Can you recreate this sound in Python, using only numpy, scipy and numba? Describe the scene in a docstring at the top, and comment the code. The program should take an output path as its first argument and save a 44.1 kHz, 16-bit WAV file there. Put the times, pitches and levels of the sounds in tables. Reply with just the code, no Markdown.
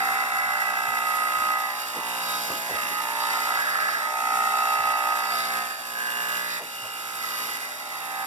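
"""The buzz of a mains-driven hair clipper working over a scalp, heard a metre off in a small room by two
microphone ports. Its armature knocks out and back in every mains cycle and rings the plastic case, comb and blades.
Noise that swells with each stroke makes the blade hiss and the crackle of stubble in the teeth.
Sinking noise resonances make the soft thuds of cord or hand; echoes, walls and quiet air make the room."""
import sys
import numpy as np
from scipy import signal
from scipy.fft import rfft, irfft
from scipy.io import wavfile
from scipy.ndimage import uniform_filter1d, map_coordinates
from numba import njit

SR = 44100
rng = np.random.default_rng(int(sys.argv[2]) if len(sys.argv) > 2 else 0)


def inscribe(sig):
    """Save sig as 16-bit PCM at rate SR to the path in sys.argv[1].

    A 1-D sig is mono; a 2-D sig holds one channel per row.
    Samples are clipped to [-1, 1] before scaling.
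    """
    pcm = np.round(np.clip(np.atleast_2d(sig).T, -1, 1) * 32767)
    wavfile.write(sys.argv[1], SR, pcm.astype(np.int16))


N = 364266
MAINS_HZ = 59.985
KNOCK_AT, SNIP_AT = .14, .15  # place of knock and blade sweep in the mains cycle (cycles)
RETURN = .95  # strength of the return stroke, scaled again by each user
BLADE_LEAD, STEEL_LEAD = .2, .12  # the blade end is struck this much before the case (cycles)


def undb(db):
    """dB to gain."""
    return 10 ** (np.asarray(db) / 20)


def unit(x):
    """Scale to rms 1."""
    return x / np.sqrt(np.mean(x ** 2))


def walk(rate):
    """Random levels that last 1 / rate s, smoothed twice into a slow wander of rms 1."""
    hold = int(SR / rate)
    steps = np.repeat(rng.standard_normal(N // hold + 1), hold)
    return unit(uniform_filter1d(uniform_filter1d(steps, hold), hold)[:N])


def span(start, length):
    """1 during a stretch of time, with soft edges."""
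    fade_s = 0.02
    t = np.arange(N) / SR
    return np.clip(np.minimum(t - start, start + length - t) / fade_s + .5, 0, 1)


def swells(table):
    """Sum of bell-shaped lifts, each row (middle s, length s, height)."""
    t = np.arange(N) / SR
    return sum(height * np.exp(-(2 * (t - mid) / length) ** 2) for mid, length, height in table)


def curve(table, log=True):
    """A (Hz, value) table read at every frequency bin."""
    hz, value = np.transpose(table)
    bins = np.arange(N // 2 + 1) * SR / N
    if log:
        return np.interp(np.log(bins + 1), np.log(hz + 1), value)
    return np.interp(bins, hz, value)


def colour(x, table):
    """Filter by a (Hz, dB) spectrum."""
    return irfft(rfft(x) * undb(curve(table)), N)


@njit
def svf(x, hz, width):
    """Band-pass whose centre may move, gain 1 at the centre."""
    y, band, low = np.empty(len(x)), 0., 0.
    for i in range(len(x)):
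        g, k = np.tan(np.pi * hz[i] / SR), width / hz[i]
        v = (band + g * (x[i] - low)) / (1 + g * (g + k))
        band, low, y[i] = 2 * v - band, low + 2 * g * v, k * v
    return y


def resonate(x, hz, width):
    """One steep resonance, the band-pass run twice, at rms 1."""
    return unit(svf(svf(x, hz, float(width)), hz, float(width)))


def ring(x, modes, waver_db):
    """Steep resonances side by side; grip and angle make each one waver slowly."""
    out = 0
    for k, (hz, width, db) in enumerate(modes):
        level = undb(db + waver_db * walk(3.737))
        # neighbours take opposite signs
        out = out + (-1) ** k * level * resonate(x, np.full(N, float(hz)), width)
    return unit(out)


# Spectrum of the room air. Each row: frequency in Hz, relative density in dB.
AIR_SPECTRUM = [(24, -53), (40, -48), (128, -9), (166, -28), (236, -4.5), (385, -7), (592, -4.5), (650, 6),
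                (840, 0), (1430, -120)]
AIR_DB = -49


def air():
    """Quiet room noise, partly shared by the two ports."""
    mid, side = rng.standard_normal((2, N))
    both = [colour(mid + sign * .8 * side, AIR_SPECTRUM) * undb(2.5 * walk(6.0)) for sign in (1, -1)]
    return undb(AIR_DB) * unit(np.array(both))


@njit
def walls(x, lags, gain, damp):
    """Eight delay lines that feed each other, duller on every round."""
    line, soft, out = np.zeros((8, 4096)), np.zeros(8), np.zeros((2, len(x)))
    for i in range(len(x)):
        total = 0.
        for k in range(8):
            soft[k] += (1 - damp) * (gain[k] * line[k, (i - lags[k]) & 4095] - soft[k])
            total += soft[k]
            out[k % 2, i] += soft[k]
        for k in range(8):
            line[k, i & 4095] = x[i] + soft[k] - total / 4
    return out


# Early echoes off shoulder, arm and near wall. Each row: delay in s, level in dB.
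EARLY_ECHOES = [(.00555, -14), (.0064, -15), (0.0118, -17)]
# The clipper is swung to a new place. Each row: start in s, length in s.
SWINGS = [(1.689, 1.41), (5.306, 0.98), (7.207, 0.46)]
DRIFT_S, SWING_S = 0.00003, 0.0003  # wander of the echo delays, held steady and extra when swung


def echoes(x):
    """Near echoes whose paths shift as the clipper moves, so that its harmonics trade strength."""
    swing = sum(span(*row) for row in SWINGS)
    out = x
    for delay, db in EARLY_ECHOES:
        path = delay + DRIFT_S * walk(1.85) + SWING_S * swing * walk(5.5)
        out = out + undb(db) * map_coordinates(x, [np.arange(N) - SR * path], order=1, mode="mirror")
    return out * np.std(x) / np.std(out)


# Soft thuds of cord or hand. Each row: time of the swell's top in s, level in dB,
# starting pitch in Hz, pitch it sinks towards in Hz, rise time in s.
THUDS = [(0.07, -58, 147, 90.5, 0.034), (0.51, -57, 143.4, 85, 0.084), (0.89, -50, 138, 81, 0.024),
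         (1.387, -50, 113, 103, 0.03), (1.437, -44, 250, 220, 0.036), (1.961, -29.5, 860, 263, 0.021),
         (2.279, -59, 129.7, 101.3, 0.031), (2.5, -29.5, 1004, 250, 0.03), (2.5, -44, 170, 118, 0.022),
         (2.702, -26, 800, 524, 0.017), (2.749, -28.5, 630, 540, 0.012), (2.722, -44, 142, 86, 0.0303),
         (2.822, -54, 119, 100, 0.021), (2.843, -42, 275, 238, 0.0191), (2.913, -40, 347, 283, 0.015),
         (4.335, -44, 251, 147, 0.022), (4.802, -48, 204, 106, 0.054), (6.606, -32.5, 1500, 270, 0.024),
         (6.845, -36, 1080, 596, 0.018), (6.839, -50, 177, 113, 0.024)]


def thuds():
    """Soft grainy bumps: noise in a resonance that sinks from high to low, so the lows come late."""
    out, noise = np.zeros(N), rng.standard_normal((len(THUDS), SR // 4))
    for (s, db, high_hz, low_hz, length), burst in zip(THUDS, noise):
        t = np.arange(SR // 4) / SR / length
        hz = low_hz + (high_hz - low_hz) * np.exp(-.9 * t)
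        swell = (t * np.exp(1 - t)) ** 1.6
        bump = .5 * resonate(burst, hz, .6 * low_hz + .4 * high_hz) * swell
        i = int((s - length) * SR)
        out[i:i + len(bump)] += undb(db) * bump
    return out


# Hum of the motor. Each row: multiple of the mains frequency, relative level in dB.
HUM_HARMONICS = [(1, -92.5), (3, -61.5), (4, -55.5), (5, -56.5), (6, -63), (7, -56), (8, -58.5), (9, -55)]


def hum():
    """The coil and armature hum on low multiples of the mains."""
    turn = 2 * np.pi * MAINS_HZ * np.arange(N) / SR
    return sum(undb(db + 1.5 * walk(3.23)) * np.sin(multiple * turn + rng.uniform(0, 2 * np.pi))
               for multiple, db in HUM_HARMONICS)


def knocks(back, scatter_db):
    """One knock out and a weaker one back in every mains cycle, each a little uneven."""
    jitter_s = 6e-6
    count = int(2 * MAINS_HZ * N / SR) - 1
    stroke = np.arange(count)
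    chance = rng.standard_normal((count, 2))
    at = ((stroke / 2 + KNOCK_AT) / MAINS_HZ + jitter_s * chance[:, 0]) * SR
    i = at.astype(int)
    size = undb(np.broadcast_to(scatter_db, N)[i] * chance[:, 1])
    size = size * np.where(stroke % 2, -back, 1)  # the return pushes the other way
    out = np.zeros(N)
    # each knock is shared between two samples to place it exactly
    out[i], out[i + 1] = size * (1 - at + i), size * (at - i)
    return unit(out)


def smear(knock):
    """The same harmonics with scattered phases, slowly turning from one scatter to another."""
    order = np.round(np.arange(N // 2 + 1) * SR / N / MAINS_HZ).astype(int)
    a, b = (irfft(rfft(knock) * np.exp(2j * np.pi * rng.random(order[-1] + 1)[order]), N)
            for _ in range(2))
    turn = .6 * walk(2.5)
    return np.cos(turn) * a + np.sin(turn) * b


def rattle(knock, length_s, count):
    """Each knock sets off a chatter of small bounces that repeats, and slowly changes with the grip."""
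    t = np.arange(int(4 * length_s * SR)) / SR
    bounces = rng.standard_normal((count, len(t))) * np.exp(-t / length_s)
    return unit(sum((.5 + walk(3.188)) * signal.fftconvolve(knock, b)[:N] for b in bounces))


def scrape(depth, grit_db):
    """Gritty noise that swells as the blade sweeps past the comb, out and back."""
    turn = 2 * np.pi * (MAINS_HZ * np.arange(N) / SR - SNIP_AT)
    swell = np.cos(turn / 2) ** 8 + .49 * RETURN * np.sin(turn / 2) ** 8
    grit = undb(grit_db * np.minimum(rng.exponential(size=N), 6))
    return unit((1 + depth * swell) * grit * rng.standard_normal(N))


def early(x, lead):
    """The same signal some mains cycles sooner."""
    return np.roll(x, -int(lead * SR / MAINS_HZ))


# The case is loud while pressed on the scalp, and the grip shifts its two strong modes.
# Each row: time in s, blade hiss level in dB, pressure on the case in dB, rest of the case
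# in dB over the hiss, case ring in dB over the hiss, ring pitch in Hz, boom pitch in Hz.
HANDLING = [(0.0, -39, 20, -3, 7, 1300, 810), (0.02, -40, 8, 6, 8.5, 1325, 825),
            (0.34, -42.5, 5.5, 8, 12, 1320, 805), (1.01, -41, 6.5, 5, 12, 1295, 820),
            (1.47, -40.5, 4, 7, 16, 1276, 800), (1.72, -42.5, 3.5, 4, 5.5, 1210, 773),
            (1.84, -41.5, -4.5, -2, 0, 1300, 807), (2.0, -42, -3, 4, 2, 1270, 834),
            (2.07, -39, -3, 0, -3, 1295, 827), (2.35, -38.5, -1.5, 0.5, 6.5, 1260, 820),
            (2.46, -39, -3, 1, -6, 1280, 800), (2.51, -39, -1, -3, 6.5, 1200, 840),
            (2.57, -39, -6, -4, 1, 1260, 790), (2.69, -40.5, 1, 3, -14, 1240, 834),
            (2.78, -40, 5, -2, 10, 1270, 807), (2.9, -40.5, 1.5, 5.5, 0, 1200, 817),
            (2.97, -40, 0, -2, 9, 1263, 822), (3.15, -40, 3.5, 6, -4, 1260, 843),
            (3.24, -40, 2, 6, 9.5, 1210, 840), (3.31, -38.5, 4.5, 3.5, 0, 1340, 850),
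            (3.38, -39.5, 0.5, 3, 8, 1310, 825), (3.95, -41, 1.5, 2.5, 8, 1306, 777),
            (4.09, -43, 10.5, 6.5, 10, 1282, 828), (4.35, -40, 8, 3.5, 15, 1309, 803),
            (5.06, -40.5, 7.5, 4, 12, 1254, 796), (5.29, -40, 4.5, 4, 8.5, 1292, 853),
            (5.36, -39, 2, -4, 11.5, 1270, 776), (5.5, -39.5, 3, 2, 5.5, 1292, 780),
            (5.57, -38.5, 5, 3.5, 8, 1260, 824), (5.77, -45, -2, 2.5, -3, 1300, 785),
            (6.0, -41, -5, 0.5, -3.5, 1235, 810), (6.3, -39.5, -4.5, 1.5, 3, 1247, 820),
            (6.585, -40.5, 2, 2, -7.5, 1250, 840), (6.605, -46, -4, 5, -10, 1290, 810),
            (6.67, -44, -7, -4, 2, 1313, 810), (7.08, -42, -4, -4.5, 4, 1316, 833),
            (7.45, -39.5, -11, -2.5, 2.5, 1264, 840), (7.7, -44, -1, -1.5, -2.5, 1320, 816),
            (7.84, -45, 0, -1, 1.5, 1320, 817), (8.26, -41.5, 4, 4, 3, 1270, 836)]
# Blades bite into stubble. Each row: start in s, length in s, added stubble share from 0 to 1,
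# lift of the lower comb in dB, lift of the upper comb in dB.
CUTS = [(0.0, 0.62, 0.5, 0.5, 5), (0.599, 1.4, 0.34, -0.5, 4), (1.75, 0.17, 0.4, -1, -10),
        (2.65, 0.36, 0.35, 0, 3), (3.0, 0.32, 0.22, 0, -2), (3.3, 0.34, 0.97, -2, 1),
        (3.58, 0.4, 0.6, 6.5, -1), (4.049, 0.49, 0.26, -2.5, 1), (4.45, 1.04, 0.41, -2, -1),
        (5.68, 0.13, 0.54, 1.5, -34), (5.95, 0.15, 0.22, 4, 0), (7.198, 0.38, 0.86, -3, 3),
        (7.6, 0.41, 0.78, -3.5, -0.5)]
# A tuft jams in the teeth and the case ring changes roughly, mostly flaring.
# Each row: middle in s, length in s, lift in dB, added stubble share from 0 to 1.
TUFTS = [(3.36, .05, 4.5, .5), (3.502, 0.037, 2.5, .6), (3.582, 0.03, 5, 0.7), (3.63, .05, -7, 0),
         (3.772, 0.1, 4.5, 0.4), (3.98, 0.21, 3.5, 1), (7.248, 0.016, 5, 0.5), (7.47, .03, -1.5, 0.4)]
# The case boom is three close modes. Each row: offset from the boom pitch in Hz, width in Hz.
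BOOM_MODES = [(-92.5, 62), (-23.5, 116), (67, 143)]
# The grip damps now one, now another of them.
# Each row: time in s, level of the low mode in dB, of the middle mode in dB, of the high mode in dB.
BOOM_LEVELS = [(0.0, -34.5, -35, -40), (0.2, -43.5, -39, -37.5), (1.15, -39.5, -42, -39),
               (1.38, -43, -45, -39), (1.61, -44, -40.5, -37.5), (1.89, -61, -49, -45),
               (2.02, -46, -51, -37), (2.81, -41, -48, -39), (2.97, -45, -35, -39), (3.08, -45, -59, -33.5),
               (3.22, -39.5, -43, -34.5), (3.57, -41, -45, -35.5), (3.75, -43.5, -44.5, -42),
               (4.35, -40, -38.5, -35.5), (5.08, -39, -40.5, -31.5), (5.29, -40, -40.5, -37.5),
               (5.38, -39, -57, -41), (5.52, -43, -44, -38), (5.61, -41, -49, -37), (5.75, -54, -59, -46),
               (6.53, -49, -55, -45), (6.79, -61, -53.5, -49.5), (7.84, -59, -51, -46),
               (8.26, -43, -39, -43)]
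# The blade ring swells as the blade turns toward the microphones.
# Each row: middle in s, length in s, lift in dB.
BLADE_SWELLS = [(0.745, 1.45, 7.5), (1.4, 0.36, 4), (2.2, 0.42, 5.5), (2.517, 0.098, 6), (2.82, 0.16, 6),
                (3.2, 0.79, 4.5), (4.85, 0.94, 8), (6.17, 0.21, 5.5), (6.35, 0.07, 6), (6.8, 0.16, 6.5),
                (6.95, 0.16, 6)]
# The ring of the blade tips swells or dips. Each row: middle in s, length in s, lift in dB.
TIP_SWELLS = [(2.3, 0.55, 3), (3.4, .5, -6), (4.7, .6, 4), (5.35, 0.41, 10), (7.35, .35, 3)]
# The steel flares. Each row: middle in s, length in s, lift in dB.
STEEL_SWELLS = [(2.35, 0.44, 7.5), (3.24, 0.12, 6.5), (5.42, 0.39, 7), (6.53, 0.087, 7.5),
                (6.85, 0.54, 2.5)]
# Off the scalp or behind the head the knock arrives smeared over the cycle.
# Each row: start in s, length in s, smeared share from 0 to 1.
LOOSE = [(0, .5, .25), (1.75, 1.25, .75), (3.58, .5, .35), (5.3, .4, .5), (5.7, 2.6, .8)]
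STUBBLE = .17  # share between cuts, 0-1
LOWER_DB, UPPER_DB, BLADE_DB, STEEL_DB = 3, -3, -4.5, -0.5  # base levels, clipper held in the air
LOWER_FOLLOWS, UPPER_FOLLOWS = 0.55, 0.54  # dB per dB of pressure
BLADE_HZ, BLADE_SAG_HZ = 2751, 10.8  # free pitch; sag per dB of pressure
TIP_HZ, TIP_DB = 4760, -6.5  # ring of the blade tips, over the hiss


def handling():
    """Pressure on the scalp lifts the comb and shifts the blade ring; cuts and tufts add crackle."""
    t = np.arange(N) / SR
    when, *columns = np.transpose(HANDLING)
    hiss_db, pressure_db, case_db, ring_db, ring_hz, boom_hz = (np.interp(t, when, c) for c in columns)

    biting = [span(start, length) for start, length, *_ in CUTS]
    stubble, lower_lift, upper_lift = np.array(CUTS)[:, 2:].T @ biting
    stubble = STUBBLE + stubble + swells([(mid, length, share) for mid, length, _, share in TUFTS])
    lower_db = LOWER_DB + LOWER_FOLLOWS * pressure_db + lower_lift
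    upper_db = UPPER_DB + UPPER_FOLLOWS * pressure_db + upper_lift

    # each moving ring: level in dB over the hiss, Hz, width in Hz, share of crackle, lead in cycles
    when, *levels = np.transpose(BOOM_LEVELS)
    booms = [(np.interp(t, when, db) - hiss_db, boom_hz + offset, width, .5, 0)
             for db, (offset, width) in zip(levels, BOOM_MODES)]
    case_ring = (ring_db + swells([row[:3] for row in TUFTS]), ring_hz, 125., .6, -.06)
    tips = (TIP_DB + swells(TIP_SWELLS), np.full(N, float(TIP_HZ)), 170., .5, STEEL_LEAD)
    blade_hz = BLADE_HZ - BLADE_SAG_HZ * pressure_db
    blade = (BLADE_DB + swells(BLADE_SWELLS), blade_hz, 150., .4, BLADE_LEAD)

    steel_db = STEEL_DB + swells(STEEL_SWELLS)
    loose = np.clip(sum(share * span(start, length) for start, length, share in LOOSE), 0, 1)
    return hiss_db, case_db, lower_db, upper_db, steel_db, (*booms, case_ring, tips, blade), stubble, loose


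# Ring of the teeth. Each row: frequency in Hz, width in Hz, relative level in dB.
TEETH_MODES = [(5990, 1040, 4), (7183, 750, 1.5), (8270, 1500, 5.5), (10470, 3000, 9.5), (11100, 3400, 13),
               (12700, 5100, 5)]
# Broad spectrum of the blade hiss. Each row: frequency in Hz, relative density in dB.
HISS_SPECTRUM = [(1470, -19.5), (2500, 0.5), (2720, -6), (3010, -10.5), (3770, -5.5), (4270, -13.5),
                 (4840, -8.5), (6600, -15.5), (11900, -13.5), (16000, -28.5)]
SCATTER_HZ = 4860  # above this the head scatters the hiss differently to each port


def blade_hiss(hiss_db, chatter):
    """Scrape and chatter ring the teeth and hiss broadly, with separate treble for each port."""
    flicker = undb(hiss_db + 0.95 * walk(70))
    shared = scrape(depth=0.33, grit_db=3.0) + 0.36 * early(chatter, STEEL_LEAD)
    high = signal.butter(1, SCATTER_HZ, "high", fs=SR)
    ports = []
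    for _ in range(2):
        source = shared + 1.1 * signal.lfilter(*high, scrape(depth=1.5, grit_db=2.2))
        # the broad hiss runs one cycle ahead of the ringing teeth
        broad = unit(colour(early(source, 1), HISS_SPECTRUM))
        ports.append(ring(source, TEETH_MODES, waver_db=1.5) + 1.23 * broad)
    return 1.09 * flicker * np.array(ports)


# Modes of the plastic case. Each row: frequency in Hz, width in Hz, relative level in dB.
CASE_MODES = [(1017, 39, 1), (1132, 19, 4.5), (605.3, 28, -4), (1416, 44, -4.5)]
# Modes of the lower, then the upper comb. Each row: frequency in Hz, width in Hz, relative level in dB.
COMB_MODES = [(1661, 246, 7.5), (1690, 490, 4)], [(1895, 200, -1), (2006, 130, 2), (2233, 27, -11)]
# Modes of the steel. Each row: frequency in Hz, width in Hz, relative level in dB.
STEEL_MODES = [(2945, 260, -13), (3774, 156, 4), (4080, 3800, 0), (4728, 250, 7.5), (5310, 190, -2.5)]
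SNAG_DB = 3.5  # extra spread of the knocks per unit of stubble share above one half


def clipper(hiss_db, case_db, lower_db, upper_db, steel_db, rings, stubble, loose):
    """Knocks, chatter and the crackle of cut stubble drive every resonance; the teeth add their hiss."""
    stubble = np.clip(stubble, 0, 1)
    # the case feels mostly the outward stroke
    crisp = knocks(.13 * RETURN, scatter_db=.4 + SNAG_DB * np.clip(stubble - .5, 0, 1))
    thump = np.sqrt(1 - loose) * crisp + np.sqrt(loose) * smear(crisp)
    chatter = rattle(knocks(.25 * RETURN, scatter_db=.5), length_s=.007, count=4)
    crackle = stubble * scrape(depth=0.035, grit_db=1.4)

    case = ring(thump + .35 * chatter + 1.1 * crackle, CASE_MODES, waver_db=1.)
    lower = ring(thump + .5 * chatter + 1.1 * crackle, COMB_MODES[0], waver_db=1.5)
    upper = ring(.9 * thump + .4 * chatter + 2.0 * crackle, COMB_MODES[1], waver_db=1.)
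    steel_drive = early(.8 * thump + .6 * chatter, STEEL_LEAD) + 1.7 * crackle
    steel = ring(steel_drive, STEEL_MODES, waver_db=1.5)
    body = undb(case_db) * case + undb(lower_db + 4) * lower
    body = body + undb(upper_db + 6) * upper + undb(steel_db - 1) * steel

    for k, (db, hz, width, share, lead) in enumerate(rings):
        # ring and blade face the microphones and keep the sharp knock
        knock = thump if k < len(BOOM_MODES) else crisp
        drive = early(knock + .18 * chatter, lead) + share * crackle
        body = body + (-1) ** k * undb(db) * resonate(drive, hz, width)

    # the hum spreads round the head
    body = undb(hiss_db) * body + undb(1.9 * (hiss_db - hiss_db.mean())) * hum()
    return body, blade_hiss(hiss_db, chatter)


# Phase between the ports. Each row: frequency in Hz, lead of the left port in radians.
PORT_PHASE = [(0, 0), (1030, 0.2), (1640, -2.5), (3530, -6.6), (3880, -8.8), (4570, -9.8), (6370, -15.7),
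              (6890, -16.1), (7320, -18.4), (8960, -22.7), (9470, -25.5), (9910, -25.6), (13300, -35.2),
              (15800, -27.5)]
# Level between the ports. Each row: frequency in Hz, left minus right in dB.
PORT_LEVEL = [(60, -5), (110, 0), (200, 3), (380, -2), (700, -1), (1290, -2.5), (2380, -3.5), (4400, 0.5),
              (8120, 0.5), (15000, -10)]
ROOM_T60_S, ROOM_DAMP, ROOM_DB = 0.41, 0.14, -19  # decay before damping, damping per round, level


def scene():
    """The clipper reaches the right port first, then the walls return it to both."""
    body, teeth = clipper(*handling())
    near = echoes(body) + thuds()
    # each port takes half of the level and phase difference
    half = undb(curve(PORT_LEVEL) / 2) * np.exp(.5j * curve(PORT_PHASE, log=False))
    direct = np.array([irfft(rfft(near + own) * h, N) for own, h in zip(teeth, (half, 1 / half))])
    lags = np.array([331, 457, 569, 683, 797, 941, 1087, 1259])  # samples
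    room = walls(near + teeth[0], lags, undb(-60 * lags / SR / ROOM_T60_S), ROOM_DAMP)
    return direct + undb(ROOM_DB) * room + air()


def record(dry):
    """The recorder rolls off the deep bass below 52 Hz and cuts the top above 15850 Hz."""
    dry = signal.sosfilt(signal.butter(4, 52, "high", fs=SR, output="sos"), dry)
    return signal.sosfilt(signal.ellip(10, .2, 70, 15850, fs=SR, output="sos"), dry)


dry = scene()
out = record(dry)
inscribe(out)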